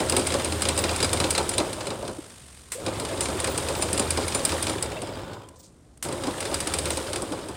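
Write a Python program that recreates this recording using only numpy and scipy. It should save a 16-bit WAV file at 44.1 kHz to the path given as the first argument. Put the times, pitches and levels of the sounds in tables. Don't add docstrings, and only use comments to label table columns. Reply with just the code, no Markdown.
import sys
import numpy as np
from scipy import signal
from scipy.fft import rfft, irfft
from scipy.io import wavfile

SR = 44100
rng = np.random.default_rng(int(sys.argv[2]) if len(sys.argv) > 2 else 0)


def int16_out(signal):
    q = np.round(np.clip(np.atleast_2d(signal).T, -1, 1) * 32767)
    wavfile.write(sys.argv[1], SR, q.astype(np.int16))


N = 333396
TIME = np.arange(N) / SR


def from_db(db):
    return 10 ** (np.asarray(db) / 20)


def rms_one(x):
    return x / np.sqrt(np.mean(x ** 2) + 1e-20)


def drift(per_s):
    knots = rng.standard_normal(8192)
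    return rms_one(np.interp(TIME * per_s, np.arange(len(knots)), knots))


def coloured(x, spectrum, size=8192):
    hz, db = np.transpose(spectrum)
    log_hz = np.log(np.maximum(np.arange(size // 2 + 1) * SR / size, 1))
    gain = from_db(np.interp(log_hz, np.log(hz), db))
    cepstrum = irfft(np.log(gain))
    cepstrum[1:size // 2] *= 2
    cepstrum[size // 2 + 1:] = 0
    response = irfft(np.exp(rfft(cepstrum)))
    return signal.fftconvolve(x, response / np.linalg.norm(response))[:N]


def resonance(x, hz, width_hz):
    radius = np.exp(-np.pi * width_hz / SR)
    feedback = [1, -2 * radius * np.cos(2 * np.pi * hz / SR), radius ** 2]
    return signal.lfilter(np.array([1, 0, -1]) * (1 - radius ** 2) / 2, feedback, x)


def body(x, modes, tuning=1):
    return x + sum(from_db(db) * resonance(x, hz * tuning, width) for hz, width, db in modes)


def dying(power, t60):
    return signal.lfilter([1], [1, -from_db(-60 / (t60 * SR)) ** 2], power + 1e-18)


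def chatter(times, level_db, rise_s, t60, tail_db, tail_t60):
    power = np.zeros(N)
    power[np.clip(np.round(times * SR).astype(int), 0, N - 1)] = from_db(level_db) ** 2
    envelope = np.sqrt(dying(power, t60) + from_db(tail_db) ** 2 * dying(power, tail_t60))
    lag = np.exp(-1 / (rise_s * SR))
    return signal.lfilter([1 - lag], [1, -lag], envelope) * rng.standard_normal(N)


def rattle(per_s, spread_db, t60, rub_db):
    contacts = rng.random(N) < per_s / SR
    strength = from_db(spread_db * np.clip(rng.standard_normal(N), -2, 2))
    power = dying(contacts * strength ** 2, t60)
    envelope = np.sqrt(power / power.mean() + from_db(rub_db) ** 2)
    return rms_one(envelope * rng.standard_normal(N))


def pings(times, level_db, low_hz, high_hz, t60, mode_count):
    out = np.zeros(N + SR)
    age = np.arange(int(min(t60, .5) * SR)) / SR
    envelope = from_db(-60 * age / t60) * (1 - np.exp(-age * low_hz))
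    for s, db, (pitch, phase) in zip(times, level_db, rng.random((len(times), 2, mode_count))):
        hz = low_hz * (high_hz / low_hz) ** pitch
        modes = np.sin(2 * np.pi * (hz[:, None] * age + phase[:, None])).sum(0)
        start = int(max(s, 0) * SR)
        out[start:start + len(age)] += from_db(db) * envelope * modes / np.sqrt(mode_count)
    return out[:N]


def jostle(low_hz, high_hz, t60, spread_db, count):
    moment, strength = rng.random((count, 2)).T
    return rms_one(pings(moment * TIME[-1], spread_db * strength, low_hz, high_hz, t60, mode_count=2))


# frequency in Hz, relative level in dB.
HARBOUR_SPECTRUM = [(15, -57), (25, -29), (46, -20), (69, -10), (86, -17.5), (243, -23.5), (335, -26),
                    (3010, -53), (8550, -49), (15000, -74)]

def harbour():
    return from_db(-52.5) * coloured(rng.standard_normal(N), HARBOUR_SPECTRUM)


# frequency in Hz, relative level in dB.
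DECK_SPECTRUM = [(59, -36), (100, -6.5), (178, -4), (344, 0.5), (483, -3), (541, -2), (751, -5.5),
                 (911, -5.5), (1500, -15.5), (1950, -33), (3300, -120)]
# frequency in Hz, width in Hz, gain in dB.
DECK_MODES = [(271, 6.4, -6), (321, 6.4, -7.5), (353.4, 7.3, -5.5), (415, 16, -15.5), (530, 39, -1),
              (577, 31, -18), (985, 66, -17)]

def deck(force):
    return body(coloured(force, DECK_SPECTRUM), DECK_MODES)


# frequency in Hz, relative level in dB.
HULL_SPECTRUM = [(20, -29), (32, -8), (48, -4), (70, -5), (100, 5.5), (135, -3), (200, -8), (400, -49.5)]

def hull_rumble(rumble_db):
    rumble = deck(from_db(rumble_db) * rattle(per_s=110, spread_db=.5, t60=.023, rub_db=2))
    bumps = from_db(rumble_db - 3.5) * jostle(low_hz=300, high_hz=660, t60=.14, spread_db=7, count=300)
    boom = from_db(rumble_db - 3.3) * coloured(rng.standard_normal(N), HULL_SPECTRUM)
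    return rumble + bumps + boom


# start in seconds, relative level in dB, fade time in seconds.
SCRAPES = [(3.21, -41, 0.063), (5.555, -58, 0.025), (5.592, -55, 0.021), (5.625, -54.5, 0.048),
           (6.903, -40, .05)]
# frequency in Hz, relative level in dB.
SCRAPE_SPECTRUM = [(1500, -33), (3000, -8), (4200, 0), (6200, 3), (8800, 3), (10500, -12), (15000, -22)]

def scrapes():
    envelope = np.zeros(N)
    for s, db, fade_s in SCRAPES:
        age = np.clip((TIME - s) / fade_s, 0, 4)
        envelope += from_db(db + 5) * (1 - np.exp(-6 * age)) * np.exp(-age ** 2)
    return envelope * coloured(rattle(per_s=600, spread_db=3, t60=.008, rub_db=-2), SCRAPE_SPECTRUM)


# start in seconds, pitch in Hz, relative level in dB, fade time in seconds.
RINGS = [(.166, 9100, -29, .039), (.89, 4870, -26, .012), (1.025, 4890, -24, .03), (1.2, 3960, -25, .013),
         (1.379, 4150, -26, .016), (1.58, 4020, -26, .015), (1.868, 4070, -28, .009),
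         (2.184, 310, -29, .015), (2.405, 130, -47, .06), (2.752, 488, -33, .025), (2.775, 543, -36, .042),
         (4.968, 2690, -36, .02), (5.134, 4750, -44, .027), (5.44, 3200, -55, .024), (5.2, 1470, -50, .18),
         (5.31, 1000, -50, .23), (6.269, 272, -28, .032), (7.31, 303, -26, .023)]
# start in seconds, relative level in dB.
SQUEAKS = [(1.52, -37), (3.215, -29.5), (3.805, -34), (3.976, -32), (4.342, -29), (4.685, -36)]
# start in seconds, relative level in dB.
WHISTLES = [(.085, -45), (.785, -41), (3.49, -44), (3.76, -45), (4.47, -44), (5.58, -60), (6.875, -44)]
SQUEAK_LOW_HZ, SQUEAK_HIGH_HZ, SQUEAK_FADE_S = 7200, 9480, .042
WHISTLE_HZ, WHISTLE_FADE_S = 15080, .052

def ringing_links():
    out = np.zeros(N)
    waver = drift(500)
    flutter = rms_one(from_db(4.5 * drift(300)))
    low_squeaks = [(s, SQUEAK_LOW_HZ, db - 2, SQUEAK_FADE_S) for s, db in SQUEAKS]
    high_squeaks = [(s, SQUEAK_HIGH_HZ, db, SQUEAK_FADE_S) for s, db in SQUEAKS]
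    whistles = [(s, WHISTLE_HZ, db, WHISTLE_FADE_S) for s, db in WHISTLES]
    for s, hz, db, fade_s in [*RINGS, *low_squeaks, *high_squeaks, *whistles]:
        span = slice(int(s * SR), int((s + 3 * fade_s) * SR))
        age = np.arange(len(TIME[span])) / (fade_s * SR)
        envelope = (1 - np.exp(-9 * age)) * np.exp(-1.3 * age ** 2)
        phase = 2 * np.pi * np.cumsum(hz + .85 * np.sqrt(hz) * waver[span]) / SR
        out[span] += from_db(db + 2.5) * envelope * np.sin(phase)
    return out * flutter


# switch-on, switch-off, chain at rest and
# take-up time in seconds; base levels of rumble, grinding and hum in dB; loss from slack chain in dB.
RUNS = [(-2.0, 1.3, 2.1, .1, -35.2, -37.5, -37.3, 3.3), (2.7187, 4.64, 5.33, .14, -35.5, -38.5, -37.7, 22),
        (6.0254, 6.93, 7.6, .03, -38, -39.5, -38, 9)]
TOP_HZ, SPIN_UP_S, COAST_S = 81, .4, 2.2
HISS_DB, HISS_SPEED_POWER, GRIND_SPEED_POWER = -37.6, 2.2, 1.5
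HUM_FADE_DB_PER_S, RUMBLE_FADE_DB_PER_S, GRIND_FADE_DB_PER_S = 18, 7, 8
SLACKEN_S, SETTLE_DB_PER_S = .8, 75
TAUT_RUB_DEPTH, SLACK_RUB_DEPTH = .1, .22

def windlass_motion():
    speed, rub_depth, hum_db, hiss_db, grind_db, rumble_db = np.zeros((6, N))
    for on, off, rest, take_up_s, deck_db, chain_db, motor_db, slack_db in RUNS:
        run = TIME >= on
        t = TIME[run]
        powered_s = np.minimum(t, off) - on
        coasting_s = np.maximum(t - off, 0)
        powered_hz = TOP_HZ - (TOP_HZ - speed[run][0]) * np.exp(-powered_s / SPIN_UP_S)
        speed[run] = powered_hz * np.exp(-coasting_s / COAST_S)
        pace_db = 20 * np.log10(speed[run] / TOP_HZ)
        slack = np.minimum(coasting_s / SLACKEN_S, 1)
        taken_up_db = 20 * np.log10(np.clip((t - on) / take_up_s, 1e-3, 1))
        settled_db = SETTLE_DB_PER_S * np.maximum(t - rest, 0)
        rub_depth[run] = TAUT_RUB_DEPTH + SLACK_RUB_DEPTH * slack ** 4
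        hum_db[run] = motor_db - HUM_FADE_DB_PER_S * coasting_s
        hiss_db[run] = HISS_DB + HISS_SPEED_POWER * pace_db - slack_db * slack
        grind_db[run] = (chain_db + GRIND_SPEED_POWER * pace_db + taken_up_db
                         - GRIND_FADE_DB_PER_S * coasting_s - np.minimum(settled_db, slack_db))
        rumble_db[run] = deck_db + 2 * taken_up_db - RUMBLE_FADE_DB_PER_S * coasting_s - settled_db
    return speed, rub_depth, hum_db, hiss_db, grind_db, rumble_db


# start in seconds, level in dB.
IDLE_TICKS = [(5.4865, -34), (5.9735, -41)]
# frequency in Hz, relative level in dB.
CLACK_SPECTRUM = [(700, -11.5), (2200, -8), (3200, -10.5), (4800, -10), (6500, -9.5), (8400, 1.5),
                  (9600, -4.5), (11000, -14), (13500, -18), (16000, -25)]

def drive_clacks(engage_db=-16, sizzle_db=-29):
    starts = np.array([on for on, *_ in RUNS if on > 0])
    times, crack_db = np.transpose([*IDLE_TICKS, *[(on, engage_db) for on in starts]])
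    crack = chatter(times, crack_db, rise_s=.002, t60=.013, tail_db=-30, tail_t60=.05)
    sizzle = chatter(starts, sizzle_db, rise_s=.0037, t60=.2, tail_db=-30, tail_t60=.3)
    return coloured(crack + sizzle, CLACK_SPECTRUM)


def motor_hum(speed, angle, hum_db, from_hz=62, range_hz=18):
    onset = np.clip((speed - from_hz) / range_hz, 0, 1)
    return from_db(hum_db + 3 * drift(14)) * onset * np.sqrt(2) * np.sin(angle)


# frequency in Hz, width in Hz, gain in dB.
STEEL_MODES = [(2350, 260, -7), (3650, 160, -3), (4080, 80, 1), (4893, 60, 4), (7750, 150, -3),
               (8550, 140, -2), (9100, 130, -2), (9470, 70, 1)]

def steel(force, tuning=1):
    return body(force, STEEL_MODES, tuning)


# frequency in Hz, relative level in dB.
HISS_SPECTRUM = [(700, -11), (2000, -7), (4500, -6), (6300, -6.5), (7500, -4.5), (8800, 2.5), (9800, -4.5),
                 (11000, -12), (12500, -17.5), (15500, -24)]
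GRIND_SPECTRUM = [(500, -3.5), (950, 2.5), (1400, 3), (2000, -1), (2500, -3), (3100, 0.5), (3700, -1),
                  (4300, -8.5), (4950, -6), (6000, -14.5), (7500, -7), (11000, -20.5)]

def chain_on_drum(angle, rub_depth, hiss_db, grind_db):
    hiss = from_db(hiss_db) * coloured(rattle(per_s=150, spread_db=2, t60=.012, rub_db=6.5), HISS_SPECTRUM)
    grit = coloured(rattle(per_s=170, spread_db=8, t60=.04, rub_db=3.6), GRIND_SPECTRUM)
    grind = from_db(grind_db) * (.65 * grit + .33 * steel(grit))
    contacts = jostle(low_hz=850, high_hz=5400, t60=.022, spread_db=14, count=1000)
    clinks = from_db(grind_db - 3) * contacts * np.clip(1 - 2 * rub_depth, 0, 1)
    return (1 + rub_depth * np.sin(angle)) * (hiss + grind) + clinks


def light_knocks(grind_db, rumble_db, count=70, spread_db=2):
    times = (np.arange(count) + rng.random(count)) / count * TIME[-1]
    force_db = spread_db * np.clip(rng.standard_normal(count), -2, 2)
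    click_db = force_db + np.interp(times, TIME, grind_db)
    clank_db = click_db + 4.5
    thud_db = force_db + np.interp(times, TIME, rumble_db)
    return np.transpose([times, click_db, clank_db, thud_db])


# start in seconds, then relative levels of bright click, roller clank and deck thud in dB.
HARD_KNOCKS = [(0.002, -29.5, -26.5, -19.5), (0.0963, -16.5, -29.0, -45.0), (0.122, -24.0, -25.5, -20.0),
               (0.165, -14.5, -21.0, -20.0), (0.1934, -24.0, -28.5, -25.5), (0.2692, -19.5, -28.0, -45.0),
               (0.3033, -38.5, -29.5, -45.0), (0.32, -29.0, -26.5, -29.0), (0.3395, -25.0, -25.0, -21.0),
               (0.4456, -23.0, -27.5, -25.5), (0.5215, -28.5, -28.0, -30.5), (0.62, -16.0, -24.0, -29.5),
               (0.653, -28.5, -24.0, -27.5), (0.6863, -18.0, -21.0, -25.0), (0.776, -19.5, -27.0, -22.5),
               (0.7888, -18.5, -26.5, -45.0), (0.8385, -24.5, -22.0, -24.5), (0.8924, -36.0, -25.5, -28.5),
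               (0.9114, -30.5, -30.5, -23.5), (0.9606, -23.5, -29.0, -45.0), (1.0026, -27.0, -23.5, -29.5),
               (1.027, -18.5, -22.0, -22.0), (1.0445, -20.5, -24.0, -26.0), (1.1303, -15.5, -23.5, -23.5),
               (1.1714, -29.0, -27.5, -45.0), (1.2006, -23.0, -22.5, -21.5), (1.2405, -30.5, -23.5, -21.0),
               (1.3054, -14.5, -25.0, -43.5), (1.35, -25.5, -22.0, -30.5), (1.3783, -19.0, -21.0, -20.5),
               (1.398, -45.0, -38.0, -22.0), (1.491, -17.0, -33.0, -45.0), (1.5368, -28.5, -30.0, -45.0),
               (1.5802, -17.5, -22.0, -21.5), (1.6003, -39.5, -27.5, -20.5), (1.7295, -26.5, -32.5, -45.0),
               (1.8084, -42.0, -31.0, -45.0), (1.8686, -29.5, -30.5, -28.5), (1.9035, -36.5, -30.5, -26.0),
               (2.025, -45.0, -42.0, -28.0), (2.078, -34.5, -33.5, -27.0), (2.8627, -33.0, -28.5, -22.5),
               (2.998, -26.5, -32.0, -34.5), (3.0498, -31.0, -30.5, -45.0), (3.207, -18.5, -27.5, -32.0),
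               (3.2554, -38.0, -29.0, -40.0), (3.2847, -30.5, -32.5, -24.0), (3.4005, -24.0, -31.0, -38.5),
               (3.443, -23.0, -24.5, -27.5), (3.4713, -27.0, -27.0, -23.5), (3.5766, -20.5, -28.0, -31.5),
               (3.6855, -24.5, -28.0, -25.5), (3.7513, -32.0, -30.0, -36.5), (3.8227, -18.0, -25.0, -24.5),
               (3.929, -18.5, -32.5, -27.5), (3.9762, -23.0, -26.5, -30.5), (3.9948, -20.0, -25.5, -23.5),
               (4.105, -17.5, -27.0, -45.0), (4.1724, -24.5, -26.0, -21.0), (4.28, -21.5, -29.0, -45.0),
               (4.3215, -37.0, -28.0, -44.5), (4.3469, -19.0, -25.0, -24.5), (4.4504, -13.0, -25.5, -32.0),
               (4.4927, -36.0, -26.0, -45.0), (4.519, -28.0, -26.5, -22.0), (4.6253, -18.5, -27.5, -45.0),
               (4.6682, -28.0, -26.0, -29.0), (4.6946, -27.0, -29.0, -25.5), (4.8247, -19.0, -33.0, -31.5),
               (5.018, -32.5, -36.0, -30.5), (6.049, -42.0, -36.0, -28.0), (6.086, -35.5, -35.5, -26.0),
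               (6.1243, -32.0, -37.5, -30.0), (6.2356, -35.5, -30.0, -29.0), (6.2698, -35.0, -31.5, -22.5),
               (6.4045, -25.0, -29.5, -40.5), (6.4525, -33.0, -31.0, -29.5), (6.514, -37.5, -36.0, -24.5),
               (6.542, -20.0, -25.5, -45.0), (6.603, -21.0, -28.0, -35.5), (6.6724, -23.5, -28.0, -31.0),
               (6.7374, -19.5, -25.5, -30.0), (6.7859, -20.0, -29.5, -31.5), (6.8552, -25.0, -28.5, -30.0),
               (6.9037, -22.5, -28.0, -31.0), (6.971, -25.5, -29.0, -27.5), (7.1311, -27.0, -28.5, -29.0),
               (7.1586, -25.5, -28.5, -28.5), (7.2196, -27.0, -38.5, -27.0), (7.32, -35.5, -34.0, -24.0),
               (7.4853, -34.5, -40.0, -32.0)]
# frequency in Hz, relative level in dB.
CLICK_SPECTRUM = [(900, -31), (3000, -28), (4900, -9), (6000, -15.5), (7000, -15), (7800, -3.5),
                  (9100, -1.5), (9900, -6), (10800, -13.5), (12300, -27), (13500, -19), (16000, -29)]
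CLANK_SPECTRUM = [(300, -22.5), (800, 0.5), (1300, 1.5), (1900, -2), (2400, 1), (3000, -1.5), (4100, -1),
                  (5100, -1.5), (6000, -5), (7500, -3), (11000, -51.5)]

def chain_knocks(grind_db, rumble_db, tunings=(.992, 1, 1.008)):
    times, click_db, clank_db, thud_db = np.vstack([HARD_KNOCKS, light_knocks(grind_db, rumble_db)]).T
    out = deck(chatter(times, thud_db, rise_s=.005, t60=.12, tail_db=-14, tail_t60=.44))
    out += pings(times, clank_db + 2, low_hz=2100, high_hz=5500, t60=.026, mode_count=7)
    for k, tuning in enumerate(tunings):
        rows = slice(k, None, len(tunings))
        click = chatter(times[rows], click_db[rows], rise_s=.00067, t60=.029, tail_db=-17, tail_t60=.17)
        clank = chatter(times[rows], clank_db[rows], rise_s=.00072, t60=.038, tail_db=-9, tail_t60=.18)
        out += steel(coloured(click, CLICK_SPECTRUM) + coloured(clank, CLANK_SPECTRUM), tuning)
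    return out


def scene():
    speed, rub_depth, hum_db, hiss_db, grind_db, rumble_db = windlass_motion()
    mono = harbour()
    angle = 2 * np.pi * np.cumsum(speed * (1 + .005 * drift(23))) / SR
    mono += motor_hum(speed, angle, hum_db)
    mono += chain_on_drum(angle, rub_depth, hiss_db, grind_db)
    mono += drive_clacks()
    mono += hull_rumble(rumble_db)
    mono += chain_knocks(grind_db, rumble_db) + scrapes() + ringing_links()
    return np.array([mono, mono])


def record(dry, low_cut_hz=31, high_cut_hz=15900):
    low_cut = signal.butter(5, low_cut_hz, "high", fs=SR, output="sos")
    high_cut = signal.ellip(10, .2, 80, high_cut_hz, fs=SR, output="sos")
    return signal.sosfilt(high_cut, signal.sosfilt(low_cut, dry))


dry = scene()
out = record(dry)
int16_out(out)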